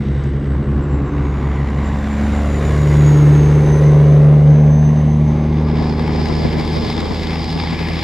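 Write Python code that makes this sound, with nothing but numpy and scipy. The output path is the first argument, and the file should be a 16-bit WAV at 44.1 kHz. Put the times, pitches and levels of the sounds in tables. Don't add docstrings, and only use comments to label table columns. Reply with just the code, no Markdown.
import sys
import numpy as np
from scipy import signal
from scipy.fft import rfft, irfft
from scipy.io import wavfile
from scipy.ndimage import uniform_filter1d

SR = 44100
rng = np.random.default_rng(int(sys.argv[2]) if len(sys.argv) > 2 else 0)


def waveform_to_disk(signal):
    frames = np.transpose(np.atleast_2d(signal))
    scaled = np.clip(frames, -1, 1) * 32767
    samples = np.round(scaled).astype(np.int16)
    wavfile.write(sys.argv[1], SR, samples)


def gain_from_db(level_db):
    decades = np.asarray(level_db, float) / 20
    return 10 ** decades


N = 354123
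T = np.arange(N) / SR
HZ = np.maximum(np.arange(N // 2 + 1) * SR / N, 1)

# time in seconds, rate in Hz.
NEAR_SPEED = [(0, 63.18), (.4, 64.9), (.8, 66.25), (1.2, 68.23), (1.6, 69.47), (2, 70.97), (2.4, 72.31),
              (2.8, 73.15), (3.2, 73.32), (3.6, 73.86), (4, 73.59), (4.4, 73.75), (4.8, 74.79),
              (5.2, 74.91), (6, 76.9), (6.8, 78.5), (8, 80.6)]
LEAD_SPEED = [(0, 69.03), (.4, 69.73), (.8, 70.84), (1.6, 72.72), (2, 73.41)]
RIDDEN_SPEED = [(5.2, 66.58), (5.8, 71.05), (6.5, 73.9), (7.0, 77.33), (7.3, 80.9), (8.03, 85.95)]
# time in seconds, level in dB, lag of the second stack in ms,
# lag of the ground copy in ms.
NEAR_PATH = [(0.0, -32.5, 5.5, 11.7), (0.6, -28, 10.71, 12.9), (1.2, -23.5, 9.92, 11.9),
             (1.8, -21.5, 9.25, 11.23), (2.2, -19.5, 9.1, 10.26), (2.6, -20.5, 11.28, 9.36),
             (2.9, -16, 11.44, 8.33), (3.2, -11.5, 11.08, 7.32), (3.6, -16, 11.07, 8.08),
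             (4.0, -16.5, 11.89, 7.88), (4.5, -15.5, 12.22, 7.56), (5.0, -21, 13.03, 8.33),
             (5.5, -22.5, 13.3, 8.71), (6.0, -25, 13.02, 8.88), (6.6, -27, 13.06, 8.62),
             (7.2, -31.5, 12.88, 9.4), (7.6, -27, 14.4, 8.4), (8.0, -26.5, 14.8, 8.4)]
LEAD_PATH = [(0.0, -24, 9.2, 1.75), (0.3, -20.5, 8.86, 2.58), (0.8, -20, 8.63, 2.65), (1.2, -26, 8.1, 2.3),
             (1.6, -34.5, 8, 1.9), (2.0, -27, 8.2, 2.2)]
RIDDEN_PATH = [(5.2, -50.5, 5, 2), (5.8, -41.5, 4.7, 2), (6.5, -38.5, 7.3, 1.9), (7.0, -31, 3.9, 3.3),
               (7.3, -34.5, 6.1, 1.9), (7.7, -32, 6.7, 2.1), (8.03, -36.5, 5.1, 2.1)]
NEAR_TONE = [(2.66, -8, -16), (0.46, 0.92)]
LEAD_TONE = [(-2.5, -1.5, -2.5), (.94, .93)]
RIDDEN_TONE = [(1.8, -1.3, -6), (0.74, 0.32)]
# multiple of the firing rate, level in dB.
UNEVEN = [(0.67, -11), (1.33, -8.5), (1.5, -4.5), (1.67, -9), (2.17, -9.5), (2.33, -4), (2.5, -10.5),
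          (2.67, -2.5), (3.17, -7), (3.33, -14.5), (3.5, -8.5), (3.67, -16), (3.83, -5.5), (4.17, -11.5),
          (4.33, -3.5), (4.67, -18.5), (4.83, -6.5), (5.0, -10.5), (5.33, -4.5), (5.67, -6.5),
          (5.83, -14.5), (6.0, -14.5), (6.33, -8.5), (7.33, -10), (8.33, -12)]
LEAD_UNEVEN = [(1.5, -68), (1.83, -31.5), (2.17, -34.5), (2.67, -59), (3.17, -34.5), (3.33, -48.5),
               (4.33, -43), (5.0, -38.5), (6.0, -41.5), (7.0, -44.5)]

# loudest level in dB, nearest moment, approach time and departure time in seconds.
NEAR_PARTS = dict(low_side=(-27.5, 3.5, 1.35, 1.2), high_side=(-25, 4, 1.5, 1.5),
              trailer=(-23, 4, 1.5, 1.6), tyres=(-31.5, 3, 2, 1.5), block=(-43, 3, 1.4, 1.4),
              fan=(-52.5, 3, 0.7, 0.8))
# loudest level in dB, nearest moment in seconds, pass time in seconds.
LEAD_PARTS = [
    (-43, .4, 1.1),
    (-34.5, 1.0, 0.55),
    (-30.5, .9, 1.1),
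    (-40.5, 1.4, .6),
    (-50, .02, 0.41),
    (-73.5, .02, .5),
]
TAIL_PARTS = [
    (-38, 6.25, 1.5),
    (-28.5, 5.84, 1.13),
    (-29.5, 5.6, 1.2),
    (-45.5, 6.2, 0.82),
    (-51.5, 5.2, .55),
    (-67.5, 5.1, .5),
]
# frequency in Hz, level in dB per Hz.
ROAR_COLOUR = [(16, -33.5), (32, -27.5), (62, -20), (125, -19), (260, -12.5), (540, -15), (1110, -22),
               (1460, -28.5), (1950, -27.5), (2450, -35.5), (4100, -45.5), (6800, -52.5), (10300, -63.5),
               (15600, -72.5)]
# frequency in Hz, width in Hz, level in dB.
ROAR_PEAKS = [(3160, 180, -2.5), (3730, 260, 3.5), (4330, 200, -2.5)]

# time in seconds, blade pitch in Hz, level in dB.
TURBO_NEAR = [(1.05, 6140, -71), (1.25, 6590, -63), (1.55, 7090, -65), (1.85, 7295, -58), (2.2, 7235, -53),
              (2.7, 7000, -50), (3.2, 6610, -43), (3.5, 6365, -52), (3.8, 6175, -45), (4.25, 6170, -60),
              (4.55, 6175, -58), (4.8, 6200, -51), (5.3, 6240, -57), (5.85, 6260, -72)]
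TURBO_LEAD = [(0, 8010, -64), (.45, 7870, -66), (.6, 7790, -71), (.85, 7635, -62), (1.2, 7450, -69),
              (1.5, 7200, -69)]

# time in seconds, level in dB.
RIDE = [(5.2, -26), (5.55, -17), (5.85, -6.5), (6.4, 0.5), (6.85, 1.5), (7.1, 0), (7.45, 0), (7.7, -1),
        (8.03, 1.5)]
# level in dB at full ride, share of the ride curve it follows,
# gain in dB when the throttle opens.
RIDE_BANDS = [(-33.5, 0.17, -0.5), (-37.5, 0.47, 5.5), (-34, 0.98, -1), (-60.5, 1, 1)]
THROTTLE_S, THROTTLE_RISE_S = 7.7, 0.05
# frequency in Hz, level in dB per Hz.
RIDE_COLOUR = [(60, -36.5), (120, -6), (600, -19.5), (850, -6), (1460, -21), (2100, -11), (2900, -23),
               (5300, -27), (5900, -39), (7400, -39), (8000, -47.5), (10000, -53.5), (13500, -58.5),
               (15500, -58.5)]
# frequency in Hz, width in Hz, level in dB.
RIDE_PEAKS = [(802, 100, 3), (1180, 15, 5), (1700, 48, 7), (2040, 710, -2), (3550, 320, 6),
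              (5000, 350, 8.5)]
RIDE_GAPS = [(5770, 130, -9), (6730, 90, -10), (7680, 90, -8)]
RIDE_TOP_HZ = 14300
# frequency in Hz, level difference in dB.
PORT_BALANCE = [(60, 10), (110, -10.5), (200, 2), (380, -3), (700, 0), (1290, 3.5), (2380, 4), (4400, -0.5),
                (8120, -0.5), (15000, 3)]
# frequency in Hz, phase lead in radians.
PORT_LEAD = [(60, 0), (860, -0.19), (1700, -0.23), (2330, -0.71), (5080, -0.57), (7000, -0.87),
             (11000, -0.37)]
PORT_ALIKE = 0.95
# time in seconds, level in dB.
WIND = [(5.2, -85), (5.45, -47), (5.8, -31), (6.2, -26), (6.6, -21.5), (6.9, -25), (7.2, -26.5),
        (7.75, -32), (8.0, -27.5)]
# time in seconds, level in dB, left minus right in dB.
POPS = [(5.735, -22.5, 8), (5.783, -27, -1), (5.817, -24, 4), (6.006, -23.5, 4), (6.096, -21, 8.5),
        (6.153, -21.5, -3), (6.195, -21, 8.5), (6.301, -22, 9), (6.4, -23, 11.5), (6.454, -18, 4),
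        (6.566, -22, -0.5), (6.768, -16, 5), (6.836, -20.5, 0.5), (6.983, -25.5, -10.5), (7.028, -21, 2),
        (7.113, -26.5, 14), (7.225, -35.5, -4), (7.562, -24, 5), (7.64, -22, -4), (7.729, -21, 3),
        (7.809, -25.5, 15), (7.906, -21.5, -1.5)]
# frequency in Hz, level in dB per Hz.
PUFF = [(15, -12), (60, 0), (300, 0), (900, -9), (2500, -36), (6000, -70)]

# time in seconds, half length in seconds, level in dB.
SQUEALS = [
    (3.9, 0.58, -62.5),
    (5.054, .3, -73),
]
SQUEAL_HZ, SQUEAL_WIDTH_HZ = 10150, 490
IDLER_HZ, IDLER_DB = 45.1, -33
# time in seconds, level in dB.
CLICKS = [
    (0.2378, -27),
    (3.8582, -36.5),
    (5.2, -47.5),
    (5.3342, -49),
]
FADE_IN_S = 0.008


def curves(rows):
    s, *columns = np.transpose(rows)
    return [np.interp(T, s, column) for column in columns]


def on_hz(rows):
    hz, value = np.transpose(rows)
    return np.interp(np.log(HZ), np.log(np.maximum(hz, 1)), value)


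def resonances(rows):
    return sum(db * np.exp(-((HZ - hz) / width) ** 2) for hz, width, db in rows)


def walk(rate):
    step = int(SR / rate)
    count = N // step + 2
    levels = np.clip(1.3 * rng.standard_normal(count), -2, 2)
    return np.interp(T, np.arange(count) * step / SR, levels)


def unit(x):
    return x / np.sqrt(np.mean(x ** 2))


def shaped(db):
    return rfft(rng.standard_normal(N)) * gain_from_db(db)


def living(spectra, colour_db, edges, levels_db, swell_db, flicker_db, rate):
    power_db = []
    for lo_hz, hi_hz in edges:
        inside = (HZ >= lo_hz) & (HZ < hi_hz)
        power_db.append(10 * np.log10(np.sum(gain_from_db(2 * colour_db)[inside]) * 2 / N))
    centres = np.log([np.sqrt(lo_hz * hi_hz) for lo_hz, hi_hz in edges])
    swell = walk(rate)
    out = 0
    for step in np.arange(20):
        place = np.log(20) + step * np.log(2) / 2
        shares = [np.interp(place, centres, row) for row in np.eye(len(edges))]
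        db = sum(w * (level - p) for w, level, p in zip(shares, levels_db, power_db) if w > 0)
        distance = np.log2(HZ / 20) * 2 - step
        mask = np.cos(np.clip(distance, -1, 1) * np.pi / 2) ** 2
        noise = irfft(spectra * np.sqrt(mask), N)
        out = out + noise * gain_from_db(db + swell_db * swell + flicker_db * walk(9))
    return out


def bursts(times, db, decay_s, noise):
    kick = np.zeros(N)
    kick[(np.asarray(times) * SR).astype(int)] = gain_from_db(np.asarray(db))
    fall = np.exp(-1 / (decay_s * SR))
    return signal.lfilter([1], [1, -fall], kick) * noise


def engine(speed, path, tone, uneven, start, lag, low_db, high_db, wander_db):
    hz = curves(speed)[0]
    level_db, *lags_ms = curves(path)
    orders_db, strengths = tone
    turns = np.cumsum(hz) / SR + start
    firing = 0
    for k, db in enumerate((0, *orders_db), 1):
        comb = 1
        for strength, ms in zip(strengths, lags_ms):
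            comb = comb * np.abs(1 + min(strength, 0.97) * np.exp(2j * np.pi * k * hz * ms / 1000))
        phase = k * turns + lag * k * (k - 1) / 2
        firing = firing + gain_from_db(level_db + db + 1.06 * walk(14)) * comb * np.cos(2 * np.pi * phase)
    side = 0
    for order, db in uneven:
        level = gain_from_db(db + (low_db if order < 4 else high_db) + wander_db * walk(2))
        phase = round(order * 6) / 6 * turns + rng.random()
        side = side + level * np.cos(2 * np.pi * phase)
    return np.sqrt(2) * firing, np.sqrt(2) * side, turns


def puffs(turns, depth, scatter_db):
    since = turns - turns[0]
    stroke = np.floor(since).astype(int)
    cylinder = rng.standard_normal(6)[stroke % 6]
    scatter = rng.standard_normal(stroke[-1] + 1)[stroke]
    size_db = scatter_db * np.clip(cylinder + scatter, -3, 1.6)
    return unit(1 + depth * gain_from_db(size_db) * np.sin(np.pi * since) ** 4)


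def passing(top_db, nearest_s, approach_s, departure_s=None):
    pass_s = np.where(T < nearest_s, approach_s, departure_s or approach_s)
    return gain_from_db(2 * top_db) / (1 + ((T - nearest_s) / pass_s) ** 2) ** 2


def road_bounce(x, closest_s, pass_s, most_ms, share, dull_hz):
    late = most_ms / 1000 / np.sqrt(1 + ((T - closest_s) / pass_s) ** 2)
    dull = signal.sosfilt(signal.butter(1, dull_hz, fs=SR, output="sos"), x)
    return share * np.interp(T - late, T, dull)


def truck_body(side, turns, roar_db):
    colour = on_hz(ROAR_COLOUR) + resonances(ROAR_PEAKS)
    edges = [(25, 64), (250, 1200), (1000, 1720), (3000, 4160), (8500, 14000)]
    levels_db = [-40 + 0 * T] + [db - 3.0 for db in roar_db]
    roar = living(shaped(colour), colour, edges, levels_db, swell_db=0.5, flicker_db=0.28, rate=16)
    body = roar * puffs(turns, depth=0.45, scatter_db=2.5)
    body = body + road_bounce(body, 3.39, 0.777, 2.23, 0.27, 2200)
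    return body + side + road_bounce(side, 3.426, 0.87, 2.46, 0.77, 3000)


def trucks():
    rows_by_part = zip(NEAR_PARTS.values(), LEAD_PARTS, TAIL_PARTS)
    parts_db = [10 * np.log10(sum(passing(*row) for row in rows)) for rows in rows_by_part]
    low_db, high_db, *roar_db = parts_db
    near, side, turns = engine(NEAR_SPEED, NEAR_PATH, NEAR_TONE, UNEVEN, start=-0.2194, lag=-0.091,
                               low_db=low_db, high_db=high_db - 0.8, wander_db=2.5)
    lead, lead_side, _ = engine(LEAD_SPEED, LEAD_PATH, LEAD_TONE, LEAD_UNEVEN, start=0.03, lag=0.31,
                                low_db=1, high_db=4, wander_db=1.5)
    lead = (lead + lead_side) * np.clip((2.4 - T) / 0.6, 0, 1)
    return gain_from_db(1.38) * near + lead + truck_body(side, turns, roar_db)


def turbo(rows, overtone_db, vane_db, blur):
    hz, db = curves(rows)
    turns = 2 * np.pi * np.cumsum(uniform_filter1d(hz, size=6000)) / SR
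    live = uniform_filter1d(1.0 * (T > rows[0][0]) * (T < rows[-1][0]), size=4000)
    blade = np.sin(turns) * gain_from_db(4.3 * walk(25))
    blade = blade + blur * (walk(220) * np.sin(turns) + walk(220) * np.cos(turns))
    octave = gain_from_db(overtone_db) * (walk(420) * np.sin(2 * turns) + walk(420) * np.cos(2 * turns))
    vanes = 0
    for ratio in (1.3, 1.45, 1.62, 1.7):
        vanes = vanes + gain_from_db(4.0 * walk(2.7)) * walk(1300) * np.sin(ratio * turns)
    return np.sqrt(2) * live * gain_from_db(db) * (blade + octave + gain_from_db(vane_db) * vanes)


def turbos():
    lead = turbo(TURBO_LEAD, overtone_db=-40, vane_db=-30, blur=0.4)
    near = turbo(TURBO_NEAR, overtone_db=-24, vane_db=-19, blur=0.7)
    return gain_from_db(-0.5) * (lead + near)


def ride_roar():
    colour = on_hz(RIDE_COLOUR) + resonances(RIDE_PEAKS + RIDE_GAPS)
    colour = colour - 8 * np.clip((HZ - RIDE_TOP_HZ) / 600, 0, 1)
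    half = gain_from_db(on_hz(PORT_BALANCE) / 2) * np.exp(0.5j * on_hz(PORT_LEAD))
    common = np.sqrt(PORT_ALIKE) * shaped(colour)
    apart = np.sqrt(1 - PORT_ALIKE) * shaped(colour)
    ports = np.array([(common + apart) * half, (common - apart) / half])
    ride_db = curves(RIDE)[0]
    throttle = np.clip((T - THROTTLE_S) / THROTTLE_RISE_S, 0, 1)
    levels_db = [db + share * ride_db + gain_db * throttle for db, share, gain_db in RIDE_BANDS]
    edges = [(600, 1600), (1500, 3260), (3000, 7700), (8000, 12800)]
    return living(ports, colour, edges, levels_db, swell_db=1.2, flicker_db=1.34, rate=30)


def wind():
    s, db, pan_db = np.transpose(POPS)
    ports = []
    for sign in (1, -1):
        gust = unit(irfft(shaped(on_hz(PUFF)), N))
        flap = bursts(s - 0.004, db + sign * pan_db / 2 + 3, 0.008, 1)
        flap = uniform_filter1d(flap, size=200)
        steady = gain_from_db(curves(WIND)[0] - 3.5 + 3.8 * walk(40))
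        ports.append(gust * (flap + steady))
    return np.array(ports)


def trailer():
    firing, side, turns = engine(RIDDEN_SPEED, RIDDEN_PATH, RIDDEN_TONE, UNEVEN, start=0.091, lag=0.2,
                                 low_db=-43.5, high_db=-47.5, wander_db=3.5)
    motor = np.array([firing + side, np.roll(firing + side, -12)])
    roar = ride_roar() * puffs(turns, depth=0.38, scatter_db=6.5)
    return (roar + motor + wind()) * np.clip((T - 5.22) / 0.079, 0, 1)


def squeal():
    bell_db = -np.minimum(4.3 * ((HZ - SQUEAL_HZ) / SQUEAL_WIDTH_HZ) ** 2, 80)
    hiss = unit(irfft(shaped(bell_db), N))
    swell = sum(gain_from_db(db) * np.exp(-((T - s) / half_s) ** 2) for s, half_s, db in SQUEALS)
    return hiss * gain_from_db(2.5 * walk(22)) * swell


def idler():
    return np.sqrt(2) * gain_from_db(IDLER_DB + 0.8 * walk(3)) * np.sin(2 * np.pi * IDLER_HZ * T)


def ticks():
    s, db = np.transpose(CLICKS)
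    colour = on_hz([(2000, -37), (3000, -2.5), (7000, 2), (11000, -18.5)])
    return bursts(s, db - 17.0, 0.004, unit(irfft(shaped(colour), N)))


def scene():
    roadside = trucks() + turbos() + squeal() + idler() + ticks()
    return (roadside + trailer()) * np.clip(T / FADE_IN_S, 0, 1)


def low_pass(x):
    return signal.sosfilt(signal.butter(12, 15640, fs=SR, output="sos"), x)


def record(dry):
    mix = np.tanh(0.56 * dry) / 0.65
    return low_pass(mix)


dry = scene()
out = record(dry)
waveform_to_disk(out)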